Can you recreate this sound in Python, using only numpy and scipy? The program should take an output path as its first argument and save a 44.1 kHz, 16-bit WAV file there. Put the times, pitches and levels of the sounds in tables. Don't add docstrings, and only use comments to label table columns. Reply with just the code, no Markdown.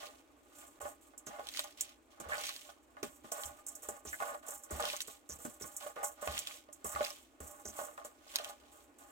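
import sys
import numpy as np
from scipy import signal
from scipy.fft import rfft, irfft, next_fast_len
from scipy.io import wavfile
from scipy.ndimage import uniform_filter1d

SR = 44100
rng = np.random.default_rng(int(sys.argv[2]) if len(sys.argv) > 2 else 0)


def digitize_waveform(pressure):
    field = np.atleast_2d(pressure).T
    bounded = np.clip(field, -1, 1)
    quanta = np.round(bounded * 32767).astype(np.int16)
    wavfile.write(sys.argv[1], SR, quanta)


N = 401751

# (start [s], length [s], rustle [dB], crunch [dB], rub [dB])
HAND_STROKES = [(0.0, .06, -67.5, -54, -53), (0.096, .1, -70.5, -68.5, -66.5), (0.576, .2, -67, -77, -69.5),
                (0.801, .09, -55.5, -63.5, -50.5), (1.009, 0.072, -66.5, -78, -72.5),
                (1.174, 0.019, -71.5, -77, -78.5), (1.263, 0.046, -62.5, -60.5, -57),
                (1.323, .12, -66.5, -65, -57), (1.638, .03, -79.5, -61, -57.5),
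                (1.772, .13, -77, -56, -66.5), (2.103, 0.074, -91.5, -71, -73.5),
                (2.198, .04, -65.5, -62, -58), (2.286, .1, -54.5, -56.5, -50.5),
                (2.521, .1, -62, -58.5, -70), (2.643, .06, -65, -61, -62.5),
                (2.966, 0.03005, -89, -72.5, -60), (3.027, .022, -53, -55, -55),
                (3.09, .08, -64, -79, -75.5), (3.236, .05, -66, -67.5, -62.5),
                (3.315, .165, -50.5, -59.5, -49), (3.501, .1, -67.5, -70, -62.5),
                (3.662, .17, -64.5, -70, -63.5), (3.821, .14, -55, -66, -55.5),
                (4.055, .15, -54.5, -61, -60.5), (4.193, .15, -54, -60.5, -45),
                (4.424, 0.037, -71.5, -70, -57.5), (4.464, .09, -51.5, -65, -53.5),
                (4.625, 0.034, -65, -74, -67), (4.714, .1, -53, -65, -52),
                (5.072, 0.064, -57.5, -60, -63.5), (5.29, .055, -55, -67, -61),
                (5.385, .055, -55, -67.5, -59.5), (5.438, 0.11, -56, -67.5, -58.5),
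                (5.598, 0.26, -54.5, -66, -58.5), (5.801, .08, -55, -57.5, -48.5),
                (5.957, 0.078, -67, -64.5, -47.5), (6.029, 0.042, -47, -64.5, -52),
                (6.212, .1, -52.5, -63, -52), (6.463, .1, -59.5, -53.5, -62),
                (6.723, 0.035, -68.5, -75.5, -75.5), (6.843, .1, -48, -62.5, -53),
                (7.408, .2, -56.5, -72.5, -58.5), (7.647, 0.052, -56, -71, -62.5),
                (7.973, .03, -66.5, -68.5, -56), (8.041, .03, -61.5, -65, -56),
                (8.438, .07, -62.5, -58, -57), (8.599, 0.11, -84.5, -70.5, -68.5),
                (8.716, .12, -65.5, -71, -67), (8.984, .13, -64.5, -73, -62.5)]
# (tightest at [s], crunch [dB], rustle [dB], rub [dB], lead of the rub's peak [s])
FIST_SQUEEZES = [(0.601, -65.5, -64.5, -62.5, .01), (1.57, -49.5, -60, -52.5, .19),
                 (2.458, -46, -62, -45, .12), (4.891, -45.5, -55, -45, .07),
                 (6.36, -47.5, -61, -50.5, 0.063), (7.05, -49.5, -56, -47, .055),
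                 (7.8, -60, -52.5, -52, -0.018), (8.37, -53, -62.5, -53, -.04)]
# (frequency [Hz], relative density [dB])
RUSTLE_SPECTRUM = [(3500, -103), (5600, -1.5), (6500, 2), (7500, 10), (9000, 3), (11300, -2.5), (14400, 1),
                   (16000, -5)]
CRUNCH_SPECTRUM = [(1000, -27), (2000, -2), (3200, 3.5), (5000, -3.5), (6500, -0.5), (12000, -10)]
KITCHEN_SPECTRUM = [(15, -26), (25, -13), (76, -35), (185, -37), (235, -5), (290, 4), (380, -5.5),
                    (962, -15), (1700, -21.5), (2550, -19.5), (3250, -29.5), (16000, -42)]
SLAP_SPECTRUM = [(3500, -74), (5300, -1), (6200, 6), (7500, 17), (9000, 7), (12000, 2), (16000, -2)]
# (centre [Hz], bandwidth [Hz], relative gain [dB])
BOWL_MODES = [(492, 40, -8), (586.7, 20, 5), (682.3, 20, 3), (823, 36, -1), (1090, 36, -1), (1212, 36, 0),
              (1480, 50, -4), (1710, 40, -6), (1900, 34, -6), (2110, 36, -7), (2610, 1020, -19)]
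FINGER_BAND = [(975, 2230, 0)]
FOOT_MODES = [(144, 300, -3.5), (240, 111, 11.5), (330, 394, 3)]
CRACK_BANDS = [(3540, 3400, 4.5), (10200, 22000, 0.5)]
# (time [s], level [dB], pitch [Hz])
BOWL_KNOCKS = [(0.03, -46, 656), (0.09, -55, 590), (0.806, -45.5, 600), (0.854, -39, 576),
               (0.881, -47, 646), (1.135, -57.5, 676), (1.267, -45.5, 322), (1.394, -38.5, 632),
               (1.59, -40.5, 1136), (1.643, -47.5, 850), (2.488, -44.5, 1160), (2.69, -51.5, 676),
               (2.201, -43.5, 350), (2.968, -46.5, 1320), (3.243, -51, 365), (3.029, -35.5, 387),
               (3.319, -36, 640), (3.887, -38.5, 412), (4.052, -45.5, 404), (4.202, -36, 1080),
               (4.2225, -31.5, 724), (4.282, -52, 614), (4.325, -47, 610), (4.347, -40.5, 900),
               (4.489, -44, 590), (4.52, -49, 660), (4.709, -40.5, 380), (4.797, -32.5, 786),
               (4.838, -34.5, 676), (4.934, -42, 620), (5.08, -46.5, 435), (5.294, -47, 352),
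               (5.45, -41, 254), (5.611, -43.5, 397), (5.64, -49.5, 268), (5.809, -55, 800),
               (5.863, -41, 590), (5.964, -40.5, 600), (5.976, -55, 670), (6.033, -34, 750),
               (6.061, -48, 910), (6.226, -36, 604), (6.274, -31, 640), (6.688, -50.5, 580),
               (6.845, -39.5, 410), (6.96, -29.5, 1220), (7.0073, -28, 560), (7.035, -51, 646),
               (7.403, -46, 400), (7.653, -44, 407), (7.686, -49, 393), (7.789, -34.5, 634),
               (7.814, -39, 632), (7.838, -46, 640), (7.885, -46.5, 1210), (7.978, -40, 1326),
               (8.048, -44.5, 567), (8.265, -56, 600), (8.398, -43, 654), (8.495, -44.5, 670)]
# (time [s], level [dB])
CLUMP_SLAPS = [(0.814, -32), (1.178, -30.5), (1.263, -33), (1.596, -27), (1.808, -16.5), (2.2, -28.5),
               (3.034, -36), (3.3174, -20.5), (3.412, -33), (3.4557, -24.5), (3.665, -25), (3.684, -26),
               (3.717, -41), (3.752, -27.5), (3.821, -41), (3.887, -22), (4.05, -36), (4.4824, -25.5),
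               (4.635, -30), (4.707, -27), (5.013, -24.5), (5.29, -33), (5.449, -27.5), (5.61, -37),
               (5.765, -21.5), (6.042, -17), (6.391, -24), (6.471, -32), (6.728, -30.5), (6.843, -27),
               (7.403, -32.5), (7.652, -38), (8.0475, -30)]
# (time [s], level [dB])
TABLE_THUMPS = [(0.825, -71), (2.261, -65), (3.451, -67.5), (3.881, -75), (4.065, -68), (4.724, -54),
                (5.314, -66), (5.614, -70), (6.28, -57.5), (6.852, -69), (6.944, -62.5), (7.405, -63),
                (7.667, -68.5)]
# (start [s], length [s], level [dB], lowest pitch [Hz])
BUBBLE_RUNS = [(1.266, 0.026, -41.5, 6000), (4.07, 0.032, -43.5, 5700), (5.291, 0.047, -41, 5700),
               (5.619, 0.018, -42, 5550), (7.652, 0.058, -40, 5880)]
# (time [s], level [dB], pitch [Hz])
RIB_CRACKS = [(1.4698, -34, 3450), (1.4877, -30, 3500), (1.5385, -37, 4360), (1.572, -27, 4550),
              (1.5932, -21.5, 3700), (1.642, -32.5, 6400), (1.8096, -19.5, 7100), (2.3538, -36, 3040),
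              (2.381, -35, 4500), (2.392, -40, 6000), (2.412, -33, 10000), (2.437, -33, 4860),
              (2.468, -30, 6060), (2.492, -29.5, 4220), (2.563, -36, 4360), (2.58, -49, 12000),
              (2.611, -46, 6000), (3.03, -29.5, 5970), (3.031, -33.5, 2470), (3.32, -27.5, 6150),
              (3.435, -31.5, 3280), (4.8033, -26.5, 7800), (4.8247, -31, 3420), (4.8532, -25, 3130),
              (4.887, -33, 3860), (4.9, -29.5, 2440), (4.9656, -27.5, 6540), (5.005, -26, 3760),
              (5.009, -34, 7000), (5.018, -27, 6100), (5.085, -38.5, 7360), (6.275, -32, 2530),
              (6.3783, -25.5, 3270), (6.3905, -21.5, 7100), (6.472, -29.5, 3540), (6.9503, -35.5, 1900),
              (7.043, -32, 3520), (7.048, -27.5, 4800), (7.061, -38, 6400), (7.066, -31, 2650),
              (7.1045, -30.5, 5400), (8.3585, -21, 6540), (8.3577, -19, 4060), (8.3863, -30, 3020),
              (8.4455, -31.5, 3180)]
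# (start [s], length [s], level [dB], lowest pitch [Hz])
FINGER_SQUEAKS = [(2.315, 0.038, -29.5, 1450), (4.128, .022, -36, 1450)]
# (frequency [Hz], time to fall 60 dB [s])
ROOM_DECAY = [(300, 0.079), (3000, 0.044), (12000, 0.0027)]

SIZE_FLOOR = .03


def amp(db):
    return 10 ** (np.asarray(db) / 20)


def along(points, hz):
    f, v = np.transpose(points)
    return np.interp(np.log(hz + 1), np.log(f + 1), v)


def filtered(x, response):
    m = next_fast_len(N + SR // 2)
    h = response(np.fft.rfftfreq(m, 1 / SR))
    return irfft(rfft(x, m) * h / np.sqrt(np.mean(np.abs(h) ** 2)), m)[..., :N]


def colour(points):
    return lambda hz: amp(along(points, hz))


def modes(table):
    return lambda f: sum((-1) ** k * amp(db) * 1j * f * width / (hz * hz - f * f + 1j * f * width)
                         for k, (hz, width, db) in enumerate(table))


def nearest_mode(hz):
    tones = np.transpose(BOWL_MODES)[0]
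    return tones[np.abs(np.log(hz[:, None] / tones)).argmin(axis=1)]


def stereo_noise(correlation):
    mid, side = rng.standard_normal((2, N))
    angle = np.arccos(correlation) / 2
    return np.cos(angle) * mid + np.sin(angle) * side * np.array([[1], [-1]])


def placed(x, lag_s, left_db):
    m = next_fast_len(N + 512)
    lag_cycles = np.minimum(np.fft.rfftfreq(m, 1 / SR) * lag_s, 1)
    left = irfft(rfft(x[0], m) * np.exp(-2j * np.pi * lag_cycles), m)[:N]
    return np.array([left * amp(left_db / 2), x[1] * amp(-left_db / 2)])


def unit(x):
    return x / np.sqrt(np.mean(x ** 2) + 1e-20)


def grains(per_s, spread_db, t60, steady, rise_s):
    chance, size = rng.random((2, N))
    kicks = (chance < per_s / SR) * amp(-spread_db * np.log(size + SIZE_FLOOR))
    decaying = signal.lfilter([1], [1, -amp(-60 / (t60 * SR))], kicks)
    rounded = signal.lfilter([1], [1, -np.exp(-1 / (rise_s * SR))], decaying)
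    return unit(steady + unit(rounded))


def bursts(times, dbs, t60, rise_s, stretch=0.88):
    out, t = np.zeros(N + SR), np.arange(SR // 4) / SR
    for s, db in zip(times, dbs):
        out[round(s * SR):][:len(t)] += amp(db - 60 * (t / t60) ** stretch) * (1 - np.exp(-t / rise_s))
    return out[:N]


def pings(times, dbs, hz, cycles, rise):
    hz = np.asarray(hz)[:, None]
    k = np.arange(int(cycles * SR / hz.min()) + 2)
    turns = k * hz / SR
    envelope = amp(dbs[:, None] - 60 * turns / cycles) * (1 - np.exp(-turns / rise))
    wave = envelope * np.sin(2 * np.pi * turns)
    at = np.round(times * SR).astype(int)[:, None] + k
    return np.bincount(at.ravel(), wave.ravel(), N + len(k) + SR)[:N]


def patter(drive, hz, octaves, db, spread_db, cycles, count, tune=np.asarray):
    when, size = rng.random((count, 2)).T
    activity = np.cumsum(drive ** .8)
    at = np.searchsorted(activity, when * activity[-1])
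    size_db = db - spread_db * np.log(size + SIZE_FLOOR) + 20 * np.log10(drive[at])
    pitch = tune(hz * 2 ** np.clip(octaves * rng.standard_normal(count), -1, 1))
    return pings(at / SR, size_db, pitch, cycles, rise=0.44)


def runs(table, fall, scatter, cycles, count):
    start, length, db, hz = np.transpose(table)[:, :, None]
    progress = rng.random((len(start), count))
    detune, size = rng.standard_normal((2, len(start), count))
    pitch = hz * (1 + fall * np.exp(-4 * progress) + np.minimum(scatter * abs(detune), 1))
    levels = db - 6 * progress + 3 * size
    return pings((start + length * progress).ravel(), levels.ravel(), pitch.ravel(), cycles, rise=0.71)


def swell(t, rise, fall, round_s):
    return amp(-np.where(t < 0, rise, fall) * (np.hypot(t, round_s) - round_s))


def hand():
    t = np.arange(N) / SR
    attack_s, sag_db_per_s, release_db_per_s = .002, 30, 240
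    power = np.ones((3, N)) * amp([[-83.5], [-80], [-73.5]]) ** 2
    for s, length, *dbs in HAND_STROKES:
        at = slice(round(s * SR), round((s + length) * SR) + SR // 3)
        age = t[at] - s
        fade = amp(-sag_db_per_s * age - release_db_per_s * np.maximum(age - length, 0))
        power[:, at] += (amp(dbs)[:, None] * np.clip(age / attack_s, 0, 1) * fade) ** 2
    for s, crunch_db, rustle_db, rub_db, lead in FIST_SQUEEZES:
        at = slice(max(round(s * SR) - SR // 2, 0), round(s * SR) + SR // 2)
        grip = swell(t[at] - s, rise=140, fall=120, round_s=0.02)
        press = swell(t[at] - s + lead, rise=160, fall=140, round_s=0.03)
        power[:, at] += (amp([[rustle_db], [crunch_db], [rub_db]]) * [grip, grip, press]) ** 2
    return np.sqrt(power)


def sliding_shreds(rustle, crunch):
    crackle = grains(per_s=160, spread_db=6.5, t60=0.046, steady=0.79, rise_s=0.0023)
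    fizz = filtered(rustle * amp(2) * crackle * stereo_noise(0.91), colour(RUSTLE_SPECTRUM))
    ticks = patter(rustle, 8050, octaves=0.12, db=-1, spread_db=4.5, cycles=20, count=900)
    fine_ticks = patter(crunch, 11100, octaves=0.35, db=1, spread_db=5.5, cycles=6.5, count=1200)
    return fizz + ticks + fine_ticks


def breaking_fibres(crunch):
    breaks = grains(per_s=580, spread_db=5, t60=0.015, steady=0.8, rise_s=0.0003)
    noise = filtered(crunch * amp(1.5) * breaks * stereo_noise(0.05), colour(CRUNCH_SPECTRUM))
    return noise + patter(crunch, 3600, octaves=0.41, db=1.5, spread_db=7, cycles=9.4, count=2200)


def bowl_wall(rub, slips):
    s, db, hz = np.transpose(BOWL_KNOCKS)
    cutoff_hz, ring_cycles = 470, 42

    def response(f):
        return modes(BOWL_MODES)(f) * modes(FINGER_BAND)(f) / (1 + (cutoff_hz / (f + 1)) ** 10)

    force = slips + bursts(s, db + 7.5, t60=0.0086, rise_s=0.00018)
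    body = filtered(force * stereo_noise(0.41), response)
    knocks = pings(s, db + 8, hz, cycles=8.8, rise=0.54)
    ring_db = db - 2 - 8.5 * (hz < cutoff_hz)
    ring = pings(s, ring_db, nearest_mode(hz), ring_cycles, rise=2.2)
    shreds = patter(rub, 720, octaves=0.4, db=-2, spread_db=2.5, cycles=ring_cycles, count=500,
                    tune=nearest_mode)
    return body + knocks + ring + shreds


def bowl_foot(slips):
    s, db, hz = np.transpose(BOWL_KNOCKS)
    corner_hz, db_per_octave = 339, 30.7
    push_db = db - 1.5 - db_per_octave * np.maximum(np.log2(hz / corner_hz), 0)
    force = bursts(s, push_db, t60=0.16, rise_s=0.000066) + amp(-34.5) * slips
    return filtered(force * stereo_noise(1), modes(FOOT_MODES))


def kitchen_hum(work):
    dip_db, half_dip_at_db = 9, -52.5
    loudness = uniform_filter1d(work, SR) / amp(half_dip_at_db)
    hum = amp(-64) * filtered(stereo_noise(0.63), colour(KITCHEN_SPECTRUM))
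    tremble = amp(-73.5) * filtered(stereo_noise(0.73), modes([(62.3, 14, 0)]))
    return amp(-dip_db * loudness / (1 + loudness)) * (hum + tremble)


def slapping_clumps():
    s, db = np.transpose(CLUMP_SLAPS)
    envelope = bursts(s, db - 14, t60=0.09, rise_s=0.00039, stretch=0.92)
    return filtered(envelope * stereo_noise(0.37), colour(SLAP_SPECTRUM))


def table_thumps():
    s, db = np.transpose(TABLE_THUMPS)
    hz = 72.8 * amp(rng.normal(0, 0.084, len(s)))
    tone = pings(s, db + 19, hz, cycles=16.1, rise=0.49)
    thud = bursts(s, db + 10.5, t60=0.44, rise_s=0.013) * stereo_noise(0.37)
    return tone + filtered(thud, modes([(90, 340, 0)]))


def bubbles():
    return runs(BUBBLE_RUNS, fall=0.024, scatter=0.12, cycles=36, count=50)


def cracking_ribs():
    s, db, hz = np.transpose(RIB_CRACKS)
    bright = hz >= 5000
    cracks = pings(s, db + 5, hz, cycles=20, rise=0.9)
    for kind, (centre, width, edge_db) in zip([~bright, bright], CRACK_BANDS):
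        edge = bursts(s[kind], db[kind] + edge_db - 9, t60=0.021, rise_s=0.000085)
        cracks = cracks + filtered(edge * stereo_noise(0.16), modes([(centre, width, 0)]))
    return cracks


def squeaks():
    return runs(FINGER_SQUEAKS, fall=0, scatter=0.29, cycles=18, count=30)


def reverberation(x):
    hz, t, spectrum = signal.stft(rng.standard_normal((2, SR // 3)), SR, nperseg=256)
    decay = amp(-60 * t / along(ROOM_DECAY, hz)[:, None])
    tail = signal.istft(spectrum * decay, SR, nperseg=256)[1]
    delayed = np.pad(x, ((0, 0), (200, 0)))
    return signal.fftconvolve(delayed, tail / np.linalg.norm(tail[0]), axes=1)[:, :N]


def scene():
    rustle, crunch, rub = hand()
    slips = rub * grains(per_s=140, spread_db=3, t60=0.023, steady=1, rise_s=0.00026)
    wet = sliding_shreds(rustle, crunch) + slapping_clumps() + bubbles()
    crisp = breaking_fibres(crunch) + cracking_ribs()
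    steel = bowl_wall(rub, slips) + squeaks()
    near = placed(wet, lag_s=0.000136, left_db=-4.5) + placed(crisp, lag_s=0.000136, left_db=-2.5)
    near += placed(steel, lag_s=0.00027, left_db=-3) + placed(bowl_foot(slips), lag_s=0.00062, left_db=0)
    return near + amp(-9) * reverberation(near) + table_thumps() + kitchen_hum(crunch + rub)


def record(dry):
    gap_start_s, gap_end_s, ramp_s, top_hz = .794, .799, .0015, 16000
    t = np.arange(N) / SR
    gate = np.clip(np.maximum(gap_start_s - t, t - gap_end_s) / ramp_s, 0, 1)
    m = next_fast_len(N)
    passband = np.fft.rfftfreq(m, 1 / SR) < top_hz
    return irfft(rfft(dry * gate, m) * passband, m)[:, :N]


dry = scene()
out = record(dry)
digitize_waveform(out)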